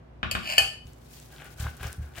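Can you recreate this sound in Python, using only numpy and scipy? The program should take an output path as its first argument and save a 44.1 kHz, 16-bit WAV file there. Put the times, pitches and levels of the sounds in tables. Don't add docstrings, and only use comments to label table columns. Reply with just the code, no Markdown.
import sys
import numpy as np
from scipy import signal
from scipy.fft import rfft, irfft
from scipy.io import wavfile
from scipy.ndimage import uniform_filter1d

SR = 44100
rng = np.random.default_rng(int(sys.argv[2]) if len(sys.argv) > 2 else 0)


def wav_record(signal):
    frames = np.transpose(np.atleast_2d(signal))
    bounded = np.clip(frames, -1, 1)
    quanta = np.round(bounded * 32767).astype(np.int16)
    wavfile.write(sys.argv[1], SR, quanta)


N = 97020
TIME_S = np.arange(N) / SR

# (peak time [s], rise [s], fall [s], bowl rasp [dB], crunch [dB], squelch [dB])
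STROKES = [(0.874, 0.045, 0.19, -71, -70.5, -60), (1.02, .15, 0.09, -76, -78.5, -69.5),
           (1.165, 0.21, 0.28, -73.5, -65, -51), (1.33, .05, 0.22, -59.5, -58, -55),
           (1.419, 0.041, 0.021, -48, -49.5, -68.5), (1.463, 0.073, 0.039, -49, -50, -51.5),
           (1.521, 0.081, 0.064, -64, -64, -52), (1.603, 0.037, .15, -46.5, -51.5, -42),
           (1.667, 0.056, 0.043, -40.5, -46, -60), (1.773, 0.019, 0.078, -76, -67, -54),
           (1.811, 0.043, 0.054, -50.5, -49.5, -56), (1.832, 0.023, 0.077, -41, -42, -44.5),
           (1.868, 0.09, 0.14, -48.5, -69, -47), (2.024, 0.033, 0.25, -55, -68, -59.5),
           (2.183, 0.047, 0.1, -51.5, -44, -45)]
# (frequency [Hz], level [dB], T60 [s])
BOWL_MODES = [(811, -7, 0.039), (1180, -10, 0.0261), (1380, -6.5, 0.018), (1498, -1, 0.032),
              (1610, -4.5, 0.019), (2070, -10, 0.0085)]
# (frequency [Hz], level [dB])
CRUNCH_COLOUR = [(60, -23), (250, 2), (400, -2.5), (700, -1), (1000, -4), (1800, 0.5), (3200, 0),
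                 (4500, -12.5), (7000, -14.5), (16000, -35)]
# (frequency [Hz], level [dB])
SQUELCH_COLOUR = [(500, -17.5), (2000, -2), (4500, 0), (7000, -1), (10000, -3), (14000, -3.5), (16000, -2)]
# (time [s], level [dB], pitch [Hz])
POPS = [(0.870, -39, 6200), (0.9342, -38.5, 7560), (1.2004, -30.5, 7700), (1.3632, -35, 3800),
        (1.3834, -33.5, 3380), (1.421, -33, 1460), (1.445, -33, 11600), (1.5785, -43, 10000),
        (1.600, -24.5, 7600), (1.628, -36, 6950), (1.661, -33, 910), (1.667, -23, 1200), (1.768, -34, 9000),
        (1.8308, -26.5, 3000), (1.8318, -25, 10500), (1.8705, -24.5, 5940), (1.9295, -21.5, 9000),
        (2.157, -33.5, 3100)]
# (time [s], level [dB])
THUDS = [(0.234, -30), (0.262, -32), (0.326, -30.5), (0.354, -32.5), (0.585, -35.5), (0.612, -34.5),
         (0.66, -39), (0.852, -35), (1.599, -24), (1.626, -26.5), (1.653, -25.5), (1.807, -31.5),
         (1.850, -24.5), (1.981, -27.5), (1.993, -25), (2.018, -31), (2.033, -35), (2.176, -35.5)]
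# (frequency [Hz], level [dB], T60 [s])
TABLE_MODES = [(73.6, -2, 0.22), (110.3, -1.5, 0.15), (148, -13, 0.17)]
# (time [s], ring [dB], crack [dB], softness corner [Hz])
CLINKS = [(0.3123, -29, -4, 14000), (0.5797, -16, -11.5, 3960), (0.5811, -5, 6, 5110)]
# (frequency [Hz], level [dB], T60 [s])
DISH_MODES = [(784.6, -21.5, 0.16), (1323, -23, 0.033), (1772, -8, 0.057), (2509, -9.5, 0.15),
              (2660, -16, 0.12), (2977, -8.5, 0.073), (3000, -5, 0.097), (3070, -20.5, 0.15),
              (4452, -16.5, 0.031), (4576, -15, 0.091), (4593, -12.5, .06), (6400, -22.5, 0.086),
              (8450, -15.5, 0.095), (10790, -16.5, .09)]
# (frequency [Hz], level [dB])
CRACK_COLOUR = [(60, -54.5), (250, -24.5), (420, -25.5), (600, 0), (1000, -15), (1300, -17), (2000, -6.5),
                (2550, 6.5), (3200, -1), (3700, -14.5), (4700, 4), (5700, -14), (7000, -6), (8500, -5),
                (9400, -16), (11000, -10), (13500, -9.5), (16000, -22.5)]
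# (time [s], level [dB])
SLIDE = [(0.31, -82), (0.325, -43.5), (0.36, -60), (0.44, -47.5), (0.452, -46.5), (0.48, -40.5),
         (0.508, -31), (0.54, -37.5), (0.578, -44), (0.59, -76)]
# (time [s], level [dB])
KNOCKS = [(0.2302, 7), (0.3512, 7)]
# (frequency [Hz], level [dB])
KNOCK_COLOUR = [(40, -19.5), (110, -4.5), (340, -4), (550, -6), (950, -7.5), (1300, -0.5), (1900, -4),
                (2900, -5.5), (4000, -16), (5200, -32.5), (7000, -36.5), (10000, -46.5), (16000, -72)]
# (frequency [Hz], level [dB])
AIR_COLOUR = [(20, -15.5), (40, -12), (60, 0), (130, 0), (200, -9.5), (400, -13.5), (700, -15.5),
              (1400, -24.5), (2500, -31.5), (5000, -43.5), (9000, -53), (16000, -60.5)]
# (frequency [Hz], level [dB rms])
HUM = [(58.5, -54), (117, -62), (146, -60), (240, -64.5), (364, -69.5)]
# (frequency [Hz], T60 [s])
ROOM_T60 = [(100, 0.55), (300, 0.63), (700, 0.32), (3000, 0.4), (6000, 0.42), (14000, 0.25)]

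RASPS_PER_S, CRUNCHES_PER_S, SQUELCHES_PER_S = 3600, 1800, 4500
GRAIN_CYCLES, POP_CYCLES = 9.6, 8.4
CLUMP_DB, CLUMP_S = 2.5, 0.012
THUD_SOFT_HZ = 151.3
SLIPS_PER_S, SLIP_SOFT_HZ, SLIP_CRACK_DB = 1000, 3420, 33.5
CRACK_T60_S, CRACK_RATTLE_DB = 0.039, 10
DISH_LOW_HZ = 372
KNOCK_T60_S, KNOCK_RATTLE_DB = 0.031, 5
RATTLE_SPREAD_DB = 2.5
AIR_DB, AIR_SIDE_DB, AIR_SIDE_HZ = -53.5, 0.5, 273
ROOM_DELAY_S, ROOM_BUILD_S = 0.002, 0.0013
BOWL_PAN_DB, BOWL_LAG_S, BOWL_ROOM_DB = 5, 0.00003, -3.5
PASTE_PAN_DB, PASTE_ROOM_DB = 1.5, -11
DISH_PAN_DB, DISH_LAG_S, DISH_ROOM_DB, KNOCK_ROOM_DB = 1.5, 0.00043, -4.5, 0
MIC_LOW_HZ, CUTOFF_HZ = 44, 16000


def stroke_gains():
    power = 0
    for peak_s, rise_s, fall_s, *levels_db in STROKES:
        shape = 10 ** -np.maximum((peak_s - TIME_S) / rise_s, (TIME_S - peak_s) / fall_s)
        power = power + np.outer(from_db(levels_db), shape) ** 2
    return np.sqrt(power)


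def grinding(rasp_gain, crunch_gain):
    rasp = rms_one(ring(grains(RASPS_PER_S, spread_db=4.5), BOWL_MODES))
    bits = crackle(CRUNCHES_PER_S, spread_db=3.5, low_hz=348, high_hz=9000)
    crunch = rms_one(coloured(bits, CRUNCH_COLOUR))
    return rasp_gain * rasp + crunch_gain * crunch


def paste(squelch_gain):
    films = [crackle(SQUELCHES_PER_S, spread_db=2.0, low_hz=2030, high_hz=15500) for _ in range(2)]
    fizz = rms_one(coloured(np.array(films), SQUELCH_COLOUR))
    pops = sum(ring(clicks([(s, db)]), [(hz, 0, POP_CYCLES / hz)]) for s, db, hz in POPS)
    return fizz * squelch_gain + pops


def table():
    pushes = soft(soft(clicks(THUDS), THUD_SOFT_HZ), THUD_SOFT_HZ)
    return -ring(pushes, TABLE_MODES)


def dish():
    strikes = sum(soft(clicks([(s, db)]), hz) for s, db, _, hz in CLINKS)
    crack_clicks = clicks([(s, db) for s, _, db, _ in CLINKS])
    cracks = convolve(crack_clicks, burst(CRACK_T60_S, CRACK_RATTLE_DB))

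    slips = soft(grains(SLIPS_PER_S, spread_db=3.5), SLIP_SOFT_HZ)
    slide_db = np.interp(TIME_S, *np.transpose(SLIDE), left=-np.inf, right=-np.inf)
    slips *= from_db(slide_db) / np.std(ring(slips, DISH_MODES))

    contact = coloured(cracks + from_db(SLIP_CRACK_DB) * slips, CRACK_COLOUR)
    return low_cut(ring(strikes + slips, DISH_MODES) + contact, DISH_LOW_HZ)


def knocks():
    rattling = convolve(clicks(KNOCKS), burst(KNOCK_T60_S, KNOCK_RATTLE_DB))
    return coloured(rattling, KNOCK_COLOUR)


def room_noise():
    mid, side = rms_one(coloured(rng.standard_normal((2, N)), AIR_COLOUR))
    side = from_db(AIR_SIDE_DB) * low_cut(side, AIR_SIDE_HZ)
    air = from_db(AIR_DB) * np.array([mid + side, mid - side])
    hum = 0
    for hz, db_rms in HUM:
        hum = hum + from_db(db_rms) * np.sqrt(2) * np.sin(2 * np.pi * (hz * TIME_S + rng.random()))
    return air + hum


def kitchen(size=32768):
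    t, hz = TIME_S[:size], np.fft.rfftfreq(size, 1 / SR)
    white, out = rfft(rng.standard_normal((2, size))), 0
    edges_hz = np.geomspace(40, SR / 2, 11)
    for low, high in zip(edges_hz, edges_hz[1:]):
        band = irfft(white * ((hz >= low) & (hz < high)))
        t60 = at_hz(ROOM_T60, np.sqrt(low * high))
        out = out + band * np.exp(-np.log(1000) * t / t60)
    out *= np.clip((t - ROOM_DELAY_S) / ROOM_BUILD_S, 0, 1)
    return out / np.linalg.norm(out, axis=1, keepdims=True)


def placed(x, room, pan_db, lag_s, room_db):
    x = np.atleast_2d(x)
    direct = np.array([x[0], np.roll(x[-1], int(round(lag_s * SR)))])
    wet = from_db(room_db) * convolve(x, room)
    return (direct + wet) * from_db([[pan_db / 2], [-pan_db / 2]])


def crackle(per_s, spread_db, low_hz, high_hz, count=20):
    clumps = rms_one(uniform_filter1d(rng.standard_normal(N), max(int(CLUMP_S * SR), 1)))
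    born = grains(per_s, spread_db) * from_db(CLUMP_DB * clumps)
    dealt = rng.integers(0, count, N)
    out = 0
    for k, hz in enumerate(np.geomspace(low_hz, high_hz, count)):
        out = out + ring(born * (dealt == k), [(hz, 0, GRAIN_CYCLES / hz)]) * hz / high_hz
    return out


def grains(per_s, spread_db):
    sizes = from_db(spread_db * np.minimum(rng.exponential(1, N), 4))
    return (rng.random(N) < per_s / SR) * sizes * rng.choice([-1, 1], N)


def clicks(rows):
    out = np.zeros(N)
    for s, db in rows:
        out[int(s * SR)] += from_db(db)
    return out


def burst(t60_s, rattle_db):
    shared, own = rng.standard_normal(N), rng.standard_normal((2, N))
    out = (shared + from_db(RATTLE_SPREAD_DB) * own) * np.exp(-np.log(1000) * TIME_S / t60_s)
    out *= from_db(rattle_db) / np.linalg.norm(out, axis=1, keepdims=True)
    out[:, 0] += 1
    return out


def ring(x, modes):
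    out = 0
    for hz, db, t60_s in modes:
        r = np.exp(-np.log(1000) / (t60_s * SR))
        w = 2 * np.pi * min(hz, SR / 2) / SR
        mode = signal.lfilter([0, np.sin(w)], [1, -2 * r * np.cos(w), r * r], x + 1e-18)
        out = out + from_db(db) * mode
    return out


def soft(x, hz):
    r = np.exp(-2 * np.pi * hz / SR)
    return signal.lfilter([1 - r], [1, -r], x + 1e-18)


def low_cut(x, hz):
    return signal.sosfilt(signal.butter(2, hz, "high", fs=SR, output="sos"), x)


def coloured(x, spectrum, size=8192):
    cepstrum = irfft(np.log(from_db(at_hz(spectrum, np.fft.rfftfreq(size, 1 / SR)))))
    cepstrum[1:size // 2] *= 2
    cepstrum[size // 2 + 1:] = 0
    return convolve(x, irfft(np.exp(rfft(cepstrum))))


def convolve(x, response):
    return signal.fftconvolve(np.atleast_2d(x), np.atleast_2d(response), axes=-1)[:, :N]


def at_hz(points, hz):
    f, v = np.transpose(points)
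    return np.interp(np.log(np.maximum(hz, 1)), np.log(f), v)


def rms_one(x):
    return x / np.sqrt(np.mean(x ** 2) + 1e-20)


def from_db(db):
    return 10 ** (np.asarray(db) / 20)


def scene():
    room = kitchen()
    rasp, crunch, squelch = stroke_gains()
    return (placed(grinding(rasp, crunch), room, BOWL_PAN_DB, BOWL_LAG_S, BOWL_ROOM_DB)
            + placed(paste(squelch), room, PASTE_PAN_DB, 0, PASTE_ROOM_DB)
            + table()
            + placed(dish(), room, DISH_PAN_DB, DISH_LAG_S, DISH_ROOM_DB)
            + placed(knocks(), room, DISH_PAN_DB, DISH_LAG_S, KNOCK_ROOM_DB)
            + room_noise())


def record(dry):
    rounded = np.tanh(low_cut(dry, MIC_LOW_HZ))
    return signal.sosfilt(signal.ellip(10, .1, 90, CUTOFF_HZ, fs=SR, output="sos"), rounded)


dry = scene()
out = record(dry)
wav_record(out)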